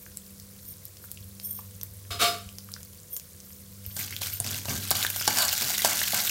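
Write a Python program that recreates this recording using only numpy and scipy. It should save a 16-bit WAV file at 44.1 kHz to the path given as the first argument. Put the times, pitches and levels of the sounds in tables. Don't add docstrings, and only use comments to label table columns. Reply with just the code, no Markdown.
import sys
import numpy as np
from scipy import signal
from scipy.fft import rfft, irfft
from scipy.io import wavfile

SR = 44100
rng = np.random.default_rng(int(sys.argv[2]) if len(sys.argv) > 2 else 0)


def log_audio(samples):
    frames = np.atleast_2d(samples).T
    limited = np.clip(frames, -1, 1)
    pcm = np.round(limited * 32767).astype(np.int16)
    wavfile.write(sys.argv[1], SR, pcm)


N = 277830
TIME = np.arange(N) / SR
EDGE_HZ = 15900


def gain_of(db):
    return 10 ** (np.asarray(db) / 20)


def evened(x):
    return x / np.sqrt(np.mean(x ** 2) + 1e-20)


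def read(points, hz):
    f, value = np.transpose(points)
    return np.interp(np.log(hz + 1), np.log(f + 1), value)


def level(rows):
    return gain_of(np.interp(TIME, *np.transpose(rows), left=-200))


def add(mix, s, sound):
    part = mix[max(round(s * SR), 0):][:len(sound)]
    part += sound[:len(part)]


def coloured(x, points):
    hz = np.fft.rfftfreq(len(x), 1 / SR)
    return evened(irfft(rfft(x) * gain_of(read(points, hz)), len(x)))


def wander(rate_hz):
    hz = np.fft.rfftfreq(N, 1 / SR)
    slow = rfft(rng.standard_normal(N)) / (1 + (hz / rate_hz) ** 4)
    return evened(irfft(slow, N))


def clicks(per_s, spread_db):
    size = gain_of(spread_db * np.minimum(rng.exponential(1, N), 3.5))
    sign = rng.choice([-1, 1], N)
    return size * sign * (rng.random(N) < per_s / SR)


def ring(modes, damping):
    t = TIME[:SR // 2]
    total = np.zeros(len(t))
    for hz, db, t60 in modes:
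        fade = gain_of(db - 60 * damping * t / t60)
        total += fade * np.sin(2 * np.pi * (hz * t + rng.random()))
    return total


def ping(hz, cycles, glide, size=SR // 40):
    age = TIME[:size] * hz / cycles
    turns = cycles * (age + glide * (age - 1 + np.exp(-age)))
    return (1 - np.exp(-6 * age)) * np.exp(-age) * np.sin(2 * np.pi * turns)


def grains(low_hz, high_hz, per_s, spread_db, cycles, count=40):
    out = np.zeros(N)
    for hz in np.geomspace(low_hz, high_hz, count):
        grain = evened(ping(hz, cycles * rng.uniform(.5, 2), 0.0068))
        out += signal.oaconvolve(clicks(per_s / count, spread_db), grain)[:N] * np.sqrt(hz)
    return evened(out)


def gesture(start, rise, length, fall_db_per_s):
    age = TIME - start
    return np.clip(age / rise, 0, 1) * gain_of(-fall_db_per_s * np.maximum(age - length, 0))


# delay in ms, gain.
WALL = [(1.599, -0.075), (2.7, 0.013)]


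def walled(x):
    echoes = sum(gain * np.interp(TIME - ms / 1000, TIME, x) for ms, gain in WALL)
    return evened(x + echoes)


# frequency in Hz, time in seconds to fall by 60 dB.
KITCHEN = [(200, 0.53), (1000, 0.22), (5000, 0.21), (15000, 0.16)]


def kitchen(x):
    hz, t, z = signal.stft(rng.standard_normal(SR // 2), SR, nperseg=256)
    fade = gain_of(-60 * t / read(KITCHEN, hz)[:, None])
    tail = signal.istft(z * fade, SR, nperseg=256)[1]
    tail[:SR // 250] = 0
    return signal.oaconvolve(x, tail / np.linalg.norm(tail))[:N]


# frequency in Hz, level in dB per Hz.
FIZZ_SPECTRUM = [(150, -34), (250, -10), (510, -2), (586, -5.5), (906, -16), (1040, -9), (1350, -13),
                 (2240, -13.5), (2810, -14.5), (3840, -10.5), (5440, -8), (12500, -6), (16000, -5)]
# frequency in Hz, level in dB per Hz.
RUMBLE_SPECTRUM = [(20, -42), (33, -33), (45, -2), (62, -10.5), (85, 7), (105, -6), (125, -5), (180, -4),
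                   (225, -13), (270, -19), (400, -19), (700, -129)]
# start in seconds, level in dB, pitch in Hz.
BUMPS = [(1.203, -35.5, 88), (2.099, -32.5, 77.4), (2.174, -40, 70), (2.456, -34, 80), (3.865, -32, 76.5),
         (4.682, -33, 74.4), (4.749, -29, 80.6), (5.902, -43, 75.5)]
# time in seconds, middle level in dB of the 98 Hz tone.
HUM = [(0, -69), (.65, -55), (1.2, -55), (2.05, -46.5), (3.05, -54.5), (3.32, -84), (3.8, -48.5),
       (4.6, -43), (5.2, -45.5), (5.7, -62), (6.3, -52)]
FIZZ_DB, RUMBLE_DB = -49.5, -54


def background():
    crackle = grains(1350, 14400, per_s=300, spread_db=3.5, cycles=3)
    hiss = rng.standard_normal(N)
    fizz = walled(coloured(hiss + gain_of(-6.0) * crackle, FIZZ_SPECTRUM))
    rumble = gain_of(RUMBLE_DB + 2 * wander(17)) * coloured(rng.standard_normal(N), RUMBLE_SPECTRUM)
    for s, db, hz in BUMPS:
        add(rumble, s, gain_of(db) * ping(hz, 1.5, -0.012, size=SR // 8))
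    hum = level(HUM) * gain_of(1.5 * wander(7)) * np.sin(2 * np.pi * 98 * TIME + 0.4 * wander(2.5))
    beat = np.cos(np.pi * (TIME - 1.45) / 1.13)
    hum += gain_of(-54.0) * beat * np.sin(2 * np.pi * 196.3 * TIME + 0.22 * wander(1.6))
    hum += gain_of(-67.5) * np.sin(2 * np.pi * 497 * TIME + 0.24 * wander(9.3))
    return gain_of(FIZZ_DB) * fizz + rumble + np.sqrt(2) * hum


# time of the height in seconds, level in dB,
# half length in seconds.
SQUEAKS = [(.01, -51, 0.087), (0.692, -42.5, 0.046), (1.05, -46.5, 0.02), (1.459, -33, 0.023),
           (1.53, -39.5, 0.095), (3.144, -32.5, 0.028), (3.51, -52.5, 0.08), (3.98, -40.5, 0.075),
           (4.344, -37.5, 0.038), (4.686, -43, 0.023), (5.052, -40, 0.017), (5.19, -29.5, 0.023),
           (5.33, -42, 0.033)]
# pitch in Hz, half width in Hz, level in dB.
WHISTLE = [(3320, 70, -25), (5490, 110, -19), (6310, 70, -19), (8890, 150, -8), (10200, 130, -15),
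           (13000, 160, 0), (14750, 190, -5)]


def steam():
    f = np.fft.rfftfreq(N, 1 / SR)
    shape = sum(gain_of(db) / (1 + ((f - hz) / width) ** 2) for hz, width, db in WHISTLE)
    jet = evened(irfft(rfft(rng.standard_normal(N)) * shape, N))
    flow = sum(gain_of(db) * np.exp(-((TIME - s) / half) ** 2) for s, db, half in SQUEAKS)
    flutter = gain_of(0.1 + 3.1 * wander(55))
    return flutter * flow * jet


# start in seconds, length in seconds,
# scraping in dB, sizzle of the turned oil in dB, rumble of the pan in dB.
STROKES = [(3.96, 0.062, -49.5, -38.5, -52.5), (4.1, 0.052, -70, -43.5, -60),
           (4.207, 0.067, -50, -34.5, -58), (4.44, 0.12, -45.5, -36, -47.5),
           (4.688, 0.036, -36, -32.5, -40), (4.942, 0.069, -35.5, -32, -51.5), (5.16, 0.013, -60, -37, -72),
           (5.283, 0.055, -35, -44, -44.5), (5.354, 0.088, -27.5, -31, -69), (5.513, 0.021, -55, -33, -71),
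           (5.608, 0.049, -37.5, -53, -45.5), (5.851, 0.067, -31.5, -33, -45.5),
           (5.98, 0.038, -51, -32, -66), (6.132, 0.056, -33.5, -34.5, -54)]
STROKE_RISE_S = 0.0083


def strokes(fall_db_per_s, column):
    return sum(gain_of(row[column]) * gesture(row[0], STROKE_RISE_S, row[1], fall_db_per_s)
               for row in STROKES)


# time in seconds, level in dB.
SPREAD = [(3.75, -63), (4.15, -52), (4.6, -48.5), (4.8, -37.5), (5.25, -37), (5.6, -32), (6.3, -31.5)]
SIZZLE_FALL_DB_PER_S = 150


def frying():
    return np.hypot(level(SPREAD), strokes(SIZZLE_FALL_DB_PER_S, column=3))


def pop(db, hz, cycles):
    t = TIME[:SR // 40]
    snap = np.exp(-t / .0003) + gain_of(-15) * np.exp(-t / .004)
    colour = [(hz / 4, -22), (hz / 1.8, -8), (hz, 0), (hz * 1.8, -7), (hz * 4, -13)]
    burst = coloured(rng.standard_normal(len(t)), colour)
    return gain_of(db) * (gain_of(1.0) * ping(hz, cycles, 0.024) + gain_of(-3) * snap * burst)


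# start in seconds, level in dB,
# pitch in Hz.
POPS = [(0.064, -37.5, 1590), (0.172, -21, 7650), (0.399, -26.5, 7060), (0.854, -23.5, 11900),
        (0.970, -36, 5330), (1.041, -36.5, 1480), (1.116, -20, 13400), (1.174, -34, 2630),
        (1.399, -27, 4540), (1.591, -30, 1110), (1.813, -23.5, 5960), (1.833, -18, 13100),
        (2.49, -29.5, 3020), (2.585, -23.5, 4850), (2.689, -36.5, 1170), (2.718, -23, 10400),
        (2.739, -22.5, 4780), (2.764, -33.5, 1500), (2.831, -29, 6660), (3.166, -22.5, 6750),
        (3.198, -24.5, 6200), (3.403, -32, 5900), (3.864, -18.5, 13500), (4.165, -19.5, 3440),
        (4.402, -10.5, 9200), (4.907, -5.5, 14000), (5.028, -11, 3770), (5.049, -12, 1680),
        (5.066, -13.5, 3550), (5.102, -12, 12340), (5.162, -14.5, 12300), (5.212, -16, 1410),
        (5.224, -18, 6640), (5.372, -8, 5600), (5.386, -6, 6960), (5.482, -10, 6540), (5.820, -11, 3730),
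        (5.992, -16, 3730), (6.016, -15.5, 1720)]
POP_CYCLES, POP_CYCLES_PER_OCTAVE = 2.7, 0.47
SMALL_POPS_PER_S, SMALL_POP_SPREAD_DB = 7, 5
SMALL_POP_DB, POP_OVER_SIZZLE_DB = -42, 13
SMALL_POP_HZ, SMALL_POP_OCTAVES, SMALL_POP_CYCLES = 6500, 1.32, 0.5


def pops():
    out = np.zeros(N)
    for s, db, hz in POPS:
        cycles = POP_CYCLES + POP_CYCLES_PER_OCTAVE * np.log2(hz / 5000)
        add(out, s, pop(db, hz, cycles))
    strength = gain_of(SMALL_POP_DB) + gain_of(POP_OVER_SIZZLE_DB) * frying()
    for when, size, pitch in rng.random((round(SMALL_POPS_PER_S * N / SR), 3)):
        hz = min(SMALL_POP_HZ * 2 ** (SMALL_POP_OCTAVES * (2 * pitch - 1)), EDGE_HZ)
        small = pop(SMALL_POP_SPREAD_DB * (2 * size - 1), hz, SMALL_POP_CYCLES)
        add(out, when * N / SR, strength[int(when * N)] * small)
    return out


# start in seconds, rise in seconds,
# length in seconds, rubbing force in dB.
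RUBS = [(2.105, 0.0019, 0.012, -34), (2.19, 0.031, 0.036, -20)]
# frequency in Hz, level in dB per Hz.
SLIDE_SPECTRUM = [(88, -58), (150, -10), (368, -14.5), (414, -4.5), (578, -20), (689, -41), (979, -28),
                  (1170, 0.5), (1830, -12), (3770, -4), (4240, -10), (5150, -11), (14500, -17.5),
                  (16000, -20)]
# pitch in Hz, level in dB, time in seconds to fall by 60 dB.
SPOON = [(417, -12, 0.12), (695.3, 0, 0.3), (1174, -4.5, 0.24), (1280, -13, .1), (1426, -11, 0.28),
         (1750, -26, .12), (2233, -4, 0.12), (2460, -17, 0.16), (3100, -4.5, 0.24), (3690, -10, 0.24),
         (3654, -3, 0.25), (3840, -24, .25), (4140, -5, 0.14), (4430, -9, .22), (4710, -11, 0.24),
         (5050, -5.5, 0.22), (5300, -7, .18), (5960, -10, 0.14), (6285, -17, 0.19), (6514, -11, 0.13),
         (7068, -22, .18), (7531, -7, 0.14)]
RUB_FALL_DB_PER_S = 150


def spoon_lift():
    catches = evened(clicks(per_s=2500, spread_db=1.5))
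    chatter = evened(rng.standard_normal(N) + 0.51 * catches)
    force = sum(gain_of(db) * gesture(s, rise, length, RUB_FALL_DB_PER_S) for s, rise, length, db in RUBS)
    rub = force * coloured(chatter, SLIDE_SPECTRUM)
    held = ring(SPOON, damping=1.4)
    ringing = signal.oaconvolve(force * chatter, held / np.linalg.norm(held))[:N]
    out = gain_of(-1.0) * rub + gain_of(-4) * ringing
    add(out, 2.111, gain_of(-52) * held)
    add(out, 2.246, gain_of(-28) * ring(SPOON, damping=1))
    return out


# frequency in Hz, level in dB per Hz.
SIZZLE_SPECTRUM = [(880, -16), (1500, 0.5), (1640, -1), (2560, -5.5), (3770, -2.5), (6890, 1),
                   (10100, -3.5), (13400, 1.5), (16000, -1.5)]


def sizzle():
    crackle = grains(2960, 14900, per_s=1400, spread_db=2.0, cycles=5.0)
    snaps = evened(clicks(per_s=900, spread_db=5.2))
    hiss = rng.standard_normal(N)
    oil = coloured(crackle + gain_of(2.5) * snaps + gain_of(-4.5) * hiss, SIZZLE_SPECTRUM)
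    rattle = grains(2003, 6450, per_s=450, spread_db=3, cycles=2.5)
    rattle = evened(rattle * gain_of(3.4 * wander(38)))
    flicker = gain_of(2.0 + 2.36 * wander(62))
    return flicker * frying() * walled(oil + gain_of(-6.0) * rattle)


# time in seconds, level in dB, brightness in dB per octave.
KNOCKS = [(3.965, -23.5, 3.5), (4.216, -25, 2.5), (4.400, -27, -4), (4.448, -31.5, 0.5), (4.654, -25.5, 2),
          (4.682, -24.5, -2.5), (4.911, -9, 2.5), (5.159, -25.5, 1), (5.276, -5.5, 0.5), (5.528, -13, 22),
          (5.621, -20, 4), (5.701, -19.5, 3), (5.846, -7.5, 1.6), (5.858, -13, 6), (6.132, -21.5, -1)]
# frequency in Hz, level in dB per Hz.
THUD_SPECTRUM = [(50, -6), (170, 6), (350, -8), (700, 9), (1500, -11), (2300, -26.5), (3500, -6.5),
                 (7000, -7), (16000, -17)]


def knock(tilt_db, pan):
    t = TIME[:len(pan)]
    softness = -min(tilt_db, 0)
    colour = [(hz, db + tilt_db * np.log2(hz / 800)) for hz, db in THUD_SPECTRUM]
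    thud = coloured(rng.standard_normal(len(t)), colour)
    contact_s = 0.004 * 2 ** (softness / 4)
    blow = gain_of(-4.0) * thud * np.exp(-t / contact_s) + gain_of(-7.0) * pan / abs(pan).max()
    bonk = ping(660 * 2 ** (-softness / 8), 1.6, -0.019, size=len(t))
    return blow + gain_of(-7.0 - 1.6 * max(tilt_db, 0)) * bonk


# pitch in Hz, level in dB,
# time in seconds to fall by 60 dB.
PAN = [(227.6, -31, 0.35), (435, -31, 0.019), (592, 3, 0.043), (733, 10, 0.031), (837, -5.5, 0.21),
       (1037, -3, 0.026), (1330, -1, 0.086), (1460, -11, 0.22), (1580, 7.5, 0.067), (1716, 3, 0.061),
       (2223, -1, 0.058), (2560, -26, 0.22), (2940, 3.5, 0.081), (3730, -7.5, 0.13), (3620, -19, 0.16),
       (4000, -36, 0.15), (4590, 10, 0.06), (4950, 5, .05), (4685, -0.5, 0.063), (6000, -12.5, 0.3),
       (6980, 6, 0.082), (8050, 0.5, 0.16)]
# frequency in Hz, level in dB per Hz.
SCRAPE_SPECTRUM = [(60, -15), (200, -35), (400, -8), (750, -2), (1100, 9.5), (1600, -6.5), (2300, -1),
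                   (4000, -8), (9000, -5)]
# frequency in Hz, level in dB per Hz.
GRUMBLE_SPECTRUM = [(40, -39), (80, -2), (125, -0.5), (175, -3.5), (230, -0.5), (310, -9.5), (500, -11.5),
                    (800, -19), (2000, -55)]
SCRAPE_FALL_DB_PER_S, RUMBLE_FALL_DB_PER_S = 216, 108
DRAG_DB = -15.5


def stirring():
    pan = ring(PAN, damping=1.0)
    force = np.hypot(strokes(SCRAPE_FALL_DB_PER_S, column=2), gain_of(DRAG_DB) * level(SPREAD))
    slips = evened(clicks(per_s=1400, spread_db=4)) * force
    rasp = coloured(clicks(per_s=2300, spread_db=1.5), SCRAPE_SPECTRUM) * force
    ringing = signal.oaconvolve(slips, pan / np.linalg.norm(pan))[:N]
    grumble = coloured(rng.standard_normal(N), GRUMBLE_SPECTRUM)
    out = gain_of(-7) * rasp + gain_of(-2.5) * ringing
    out += strokes(RUMBLE_FALL_DB_PER_S, column=4) * grumble
    for s, db, tilt_db in KNOCKS:
        add(out, s + 0.001158, gain_of(db) * knock(tilt_db, pan))
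    return out


def scene():
    pan = steam() + sizzle() + stirring() + pops()
    spoon = spoon_lift()
    echo = kitchen(gain_of(-10.0) * pan + gain_of(-12.5) * spoon)
    return (pan + spoon + echo + background())[None]


def record(dry):
    bass_cut = signal.butter(5, 40, "high", fs=SR, output="sos")
    lean = signal.sosfilt(bass_cut, dry)
    band_limit = signal.firwin(511, EDGE_HZ, window=("kaiser", 9), fs=SR)
    return signal.oaconvolve(lean, band_limit[None], "same")


dry = scene()
out = record(dry)
log_audio(out)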